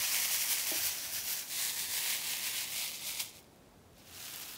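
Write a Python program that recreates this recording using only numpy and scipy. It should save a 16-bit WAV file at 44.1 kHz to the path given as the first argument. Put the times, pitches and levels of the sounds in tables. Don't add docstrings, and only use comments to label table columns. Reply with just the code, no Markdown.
import sys
import numpy as np
from scipy import signal
from scipy.fft import rfft, irfft
from scipy.io import wavfile
from scipy.ndimage import uniform_filter1d, map_coordinates

SR = 44100
rng = np.random.default_rng(int(sys.argv[2]) if len(sys.argv) > 2 else 0)


def invert_db(level):
    return 10 ** (np.asarray(level, dtype=float) / 20)


def digitize_waveform(pressure):
    field = np.atleast_2d(pressure).T
    bounded = np.clip(field, -1, 1)
    quanta = np.round(bounded * 32767).astype(np.int16)
    wavfile.write(sys.argv[1], SR, quanta)


N = 201729

# hz, density_db [dB per Hz]
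ROOM_TONE = [(30, -10), (45, 1), (70, -7.5), (150, 2), (380, -2), (850, -7), (1000, -11), (2500, -19.5),
             (6000, -24), (15000, -27.5)]
ROOM_TONE_DB = -60
# peak_s, level_db
ARM_MOVES = [
    (.21, -63),
    (.86, -58),
    (1.18, -58),
    (1.93, -68),
    (2.7, -69),
    (3.89, -66),
    (4.15, -63),
]
ARM_REST_DB, ARM_HALF_S = -68, 0.068
# hz, t60_s
ROOM_DECAY = [(300, 0.35), (3000, 0.12), (12000, 0.066)]
# start_s, peak_db, hardness_db [dB per octave]
PALM_BUMPS = [
    (.716, -37.5, 11),
    (.7174, -30.3, -3.5),
    (.7527, -42.5, -14),
]
# pitch_hz, level_db, t60_s
TRAY_MODES = [
    (333, 0, .07),
    (640, -15.5, .135),
    (807, -16, .038),
]
# start_s, peak_db, pitch_hz
LONE_GEMS = [(0.5264, -19, 6850), (3.2974, -35, 6260), (3.4294, -48, 3520), (3.4434, -50, 3830),
             (3.5613, -42, 14500), (3.932, -50, 3290), (3.9825, -44, 3870), (3.9914, -51, 5460),
             (4.0264, -49, 7090), (4.0865, -39, 3390), (4.1114, -39, 3070), (4.1597, -37, 3880),
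             (4.1664, -34, 3890), (4.24, -32, 3450), (4.2514, -32, 6300), (4.3104, -33, 3040),
             (4.3385, -30, 7000), (4.36, -25.5, 13200), (4.4004, -30, 14200), (4.4144, -29, 11500),
             (4.4204, -29, 12000), (4.4294, -30, 5380), (4.4587, -33, 3780), (4.4959, -32, 5220),
             (4.5104, -30, 14600), (4.5365, -26.5, 15400), (4.5614, -33, 3560)]
# start_s, pose [0 facing the microphone to 5 lowered]
TRAY_POSE = [(0, 0), (.65, 0), (.8, 1), (1.42, 1), (1.52, 2), (1.9, 2), (2.05, 3), (2.6, 3), (2.85, 4),
             (3.6, 4), (3.9, 5), (4.57, 5)]
# hz, density_db [dB per Hz]
POSE_COLOURS = [
    [(631, -12), (1040, -9), (1410, -12), (2150, -1), (3610, -3.5), (5780, -1.5), (7750, -3.5), (15000, -3)],
    [(640, -8), (1280, -12), (1540, -5.5), (2860, -3), (3670, -3), (5780, -1), (8220, -5), (15000, -3)],
    [(1050, -9), (1330, -18), (1790, -4), (3120, -5), (3720, -0.5), (5530, -3.5), (6890, -2.5),
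     (15000, -4.5)],
    [(631, -13.5), (1020, -9), (1370, -16.5), (1690, -6), (2070, -1.5), (4010, -2), (5500, -4),
     (15000, -3.5)],
    [(540, -11), (1050, -9), (1600, -13), (1900, -10), (2150, 1), (2800, -2), (3720, 0.5), (15000, -7.5)],
    [(640, -9), (1580, -3.5), (2020, -4.5), (2540, -1), (3850, -1), (6250, -2.5), (8750, -6), (15000, -5.5)],
]
# hz, density_db [dB per Hz]
BASS_SKIRT = [(260, -51), (450, -19.5)]
# start_s, level_db, sparkle_db [above 9 kHz], size_spread_db
SLIDING = [(0, -37, -1, -1), (.88, -39, -1.5, 0.5), (.96, -41, -2.5, 3), (1.47, -55, 4, 3),
           (1.72, -58, 3, 1), (2.32, -43.5, -1.5, -3), (2.99, -47, 0, 2), (3.22, -41, 1, 4),
           (3.33, -59, 0, 3.5), (3.5, -72.5, -1, 3), (3.94, -76, -2, 1), (4.07, -58.5, -2, 0.5),
           (4.28, -47, 1, 1.5), (4.55, -49.5, 2.5, 2.5), (4.575, -55, -2, 2.5)]
# peak_s, peak_db, half_length_s, sparkle_db
WRIST_THROWS = [(0.043, -37, 0.044, -5), (0.15, -34.5, 0.032, -1), (0.238, -37.5, 0.028, -2),
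                (0.343, -36, .032, 1.5), (.42, -39.5, .016, 5), (0.519, -34.5, .025, 2.5),
                (0.595, -40, 0.019, 1), (0.694, -39, 0.022, 5), (.772, -39, 0.029, 3),
                (0.857, -36, .028, 4), (1.05, -45, 0.016, -2), (1.165, -40, 0.04, 1),
                (1.308, -38, 0.045, 2), (1.39, -40.5, 0.035, -1.5), (1.52, -45, 0.026, -1),
                (1.634, -36, .089, -1.5), (1.811, -37, 0.042, -1.5), (1.966, -36.5, 0.069, -1.5),
                (2.106, -35, .059, -2), (2.296, -38.5, 0.068, -3.5), (2.467, -38, .046, -3.5),
                (2.59, -37.5, 0.051, -4.5), (2.809, -38.5, .075, 0.5), (2.951, -45, .017, 2),
                (3.09, -41.5, 0.032, 5), (3.205, -34.5, 0.0072, 2), (3.372, -56, 0.023, 1),
                (3.991, -63.5, .031, -3), (4.218, -50.5, .066, -2), (4.42, -53, 0.023, -2)]
THROWN_SPREAD_DB, SPREAD_DRIFT_DB = 1.2, 1.5
RATTLE_TRIM_DB = -0.96
TWO_STROKES = SR // 3


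def unit(x):
    return x / np.sqrt(np.mean(x ** 2) + 1e-20)


def along(points, hz):
    f, v = np.transpose(points)
    return np.interp(np.log(hz + 1), np.log(f + 1), v)


def curves(rows):
    s, *columns = np.transpose(rows)
    return [np.interp(np.arange(N) / SR, s, column) for column in columns]


def wobble(rate_hz):
    knots = rng.standard_normal(int(N * rate_hz / SR) + 4)
    return map_coordinates(knots, [np.arange(N) * rate_hz / SR])


def coloured(x, spectrum):
    size = 2048
    hz = np.minimum(np.fft.rfftfreq(size, 1 / SR), 15000)
    cepstrum = irfft(np.log(np.maximum(invert_db(along(spectrum, hz)), 1e-4)))
    folded = np.r_[cepstrum[0], 2 * cepstrum[1:size // 2], np.zeros(size // 2)]
    return signal.fftconvolve(x, irfft(np.exp(rfft(folded))))[:N]


def band(x, lo_hz, hi_hz):
    sos = signal.butter(2, [lo_hz, hi_hz], "band", fs=SR, output="sos")
    return signal.sosfiltfilt(sos, x)


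def pings(times_s, sizes, pitch_hz, life_s):
    k = np.arange(96)
    start = np.floor(times_s * SR).astype(int)
    t = (k + 1 - (times_s * SR - start)[:, None]) / SR
    decay = np.exp(-t / life_s[:, None])
    wave = sizes[:, None] * decay * np.cos(2 * np.pi * pitch_hz[:, None] * t)
    return np.bincount((start[:, None] + k).ravel(), wave.ravel(), N + len(k))[:N]


def swells(s, db, half_s):
    t = np.arange(0, N, 32) / SR
    return invert_db(2 * db[:, None]) * np.exp(-((t - s[:, None]) / half_s) ** 2), t


def arm_rumble():
    power, t = swells(*np.transpose(ARM_MOVES), ARM_HALF_S)
    level = np.sqrt(np.interp(np.arange(N) / SR, t, power.sum(0)) + invert_db(2 * ARM_REST_DB))
    return level * invert_db(-3.5) * unit(band(rng.standard_normal(N), 64, 118))


def air():
    level = invert_db(ROOM_TONE_DB + 0.44 * wobble(3.53))
    return level * unit(coloured(rng.standard_normal(N), ROOM_TONE)) + arm_rumble()


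def room(x):
    step, wet = SR // 10, np.zeros(N + SR)
    for start in range(0, N, step):
        hz, t, z = signal.stft(rng.standard_normal(SR // 3), SR, nperseg=256)
        decay = invert_db(-60 * t / along(ROOM_DECAY, hz)[:, None])
        tail = signal.istft(z * decay, SR, nperseg=256)[1]
        piece = signal.fftconvolve(x[start:start + step], tail / np.linalg.norm(tail))
        wet[start + 200:][:len(piece)] += piece
    return wet[:N]


def bumps():
    t, x = np.arange(SR // 5) / SR, np.zeros(N)
    lowest_hz = TRAY_MODES[0][0]
    for s, peak_db, hard_db in PALM_BUMPS:
        ring = 0
        for hz, db, t60 in TRAY_MODES:
            mode_db = db + hard_db * np.log2(hz / lowest_hz) - 60 * t / t60
            ring = ring + invert_db(mode_db) * np.sin(2 * np.pi * hz * t)
        x[round(s * SR):][:len(t)] -= invert_db(peak_db) * ring
    return signal.sosfilt(signal.butter(4, 250, "high", fs=SR, output="sos"), x)


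def ticks():
    s, db, hz = np.transpose(LONE_GEMS)
    s = s + .0002
    once, luck = np.ones(len(s)), rng.random((len(s), 2))
    ring = pings(s, invert_db(db - 5), hz, .0004 * once)
    click = pings(s, invert_db(db + 1), 9000 * once, .00003 * once)
    bright_hz = np.maximum(hz, 9000 + 6000 * luck[:, 1])
    bright = pings(s + .0003 * luck[:, 0], invert_db(db - 3), bright_hz, .0003 * once)
    return ring + click + bright


def shaking():
    s, db, half_s, sparkle_db = np.transpose(WRIST_THROWS)
    thrown, t = swells(s, db, half_s[:, None])
    now = np.arange(N) / SR
    slide_db, slide_sparkle, slide_spread = (np.interp(t, now, c) for c in curves(SLIDING))
    slide = invert_db(2 * slide_db)
    power = slide + thrown.sum(0)
    sparkle = (slide * slide_sparkle + sparkle_db @ thrown) / power
    spread = THROWN_SPREAD_DB + (slide_spread - THROWN_SPREAD_DB) * slide / power
    level, sparkle, spread = (np.interp(now, t, c) for c in (10 * np.log10(power), sparkle, spread))
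    return level + RATTLE_TRIM_DB, sparkle, spread + SPREAD_DRIFT_DB * wobble(14)


def crowd(spread_db, count, life_ms):
    draw, luck = rng.random((count, 3)), rng.standard_normal((count, 2))
    times = draw[:, 0] * (N - 1) / SR
    spread = spread_db[(times * SR).astype(int)] * np.log(10) / 20
    life = life_ms * 0.00081 * np.exp(.5 * luck[:, 1])
    sizes = np.exp(spread * luck[:, 0] - spread ** 2) * np.sign(draw[:, 2] - .5)
    sizes = sizes / np.sqrt(life + 1 / SR)
    return unit(pings(times, sizes, draw[:, 1] * SR / 2, life))


def impacts(spread_db):
    patter = crowd(spread_db, count=45000, life_ms=0.11)
    rings = crowd(0.64 * spread_db, count=16000, life_ms=0.53)
    snaps = crowd(spread_db + 1.0, count=1500, life_ms=0.022)
    clumps = invert_db(0.53 * wobble(200))
    return (patter + invert_db(-5.5) * rings) * clumps + invert_db(-12.5) * unit(np.diff(snaps, prepend=0))


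def posed(hits):
    pose, = curves(TRAY_POSE)
    x = 0
    for k, colour in enumerate(POSE_COLOURS):
        seen = coloured(hits, BASS_SKIRT + colour)
        x = x + np.clip(1 - abs(pose - k), 0, 1) * seen / np.std(band(seen, 1800, 9000))
    facing = np.clip(2 - pose, 0, 1)
    return x + facing * (.25 * band(x, 5500, 6150) - .22 * band(x, 3450, 4050))


def gems():
    rattle_db, sparkle_db, spread_db = shaking()
    x = posed(impacts(spread_db))
    body, middle = band(x, 100, 1300), band(x, 1300, 9000)
    treble = x - body - middle
    body_db = 0.35 * (uniform_filter1d(rattle_db, size=TWO_STROKES) - rattle_db)
    return invert_db(rattle_db) * (invert_db(body_db) * body + middle + invert_db(sparkle_db) * treble)


def scene():
    tray = gems() + ticks() + bumps()
    return (tray + invert_db(-13) * room(tray) + air())[None]


def top_cut(x):
    return signal.sosfilt(signal.butter(12, 17070, fs=SR, output="sos"), x)


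def record(dry):
    hz = np.fft.rfftfreq(N, 1 / SR)
    treble_cut = np.clip((15770 - hz) / 50, 0, 1)
    bass_cut = hz ** 6 / (hz ** 6 + 33 ** 6)
    kept = irfft(rfft(dry) * treble_cut * bass_cut, N)
    return top_cut(kept)


dry = scene()
out = record(dry)
digitize_waveform(out)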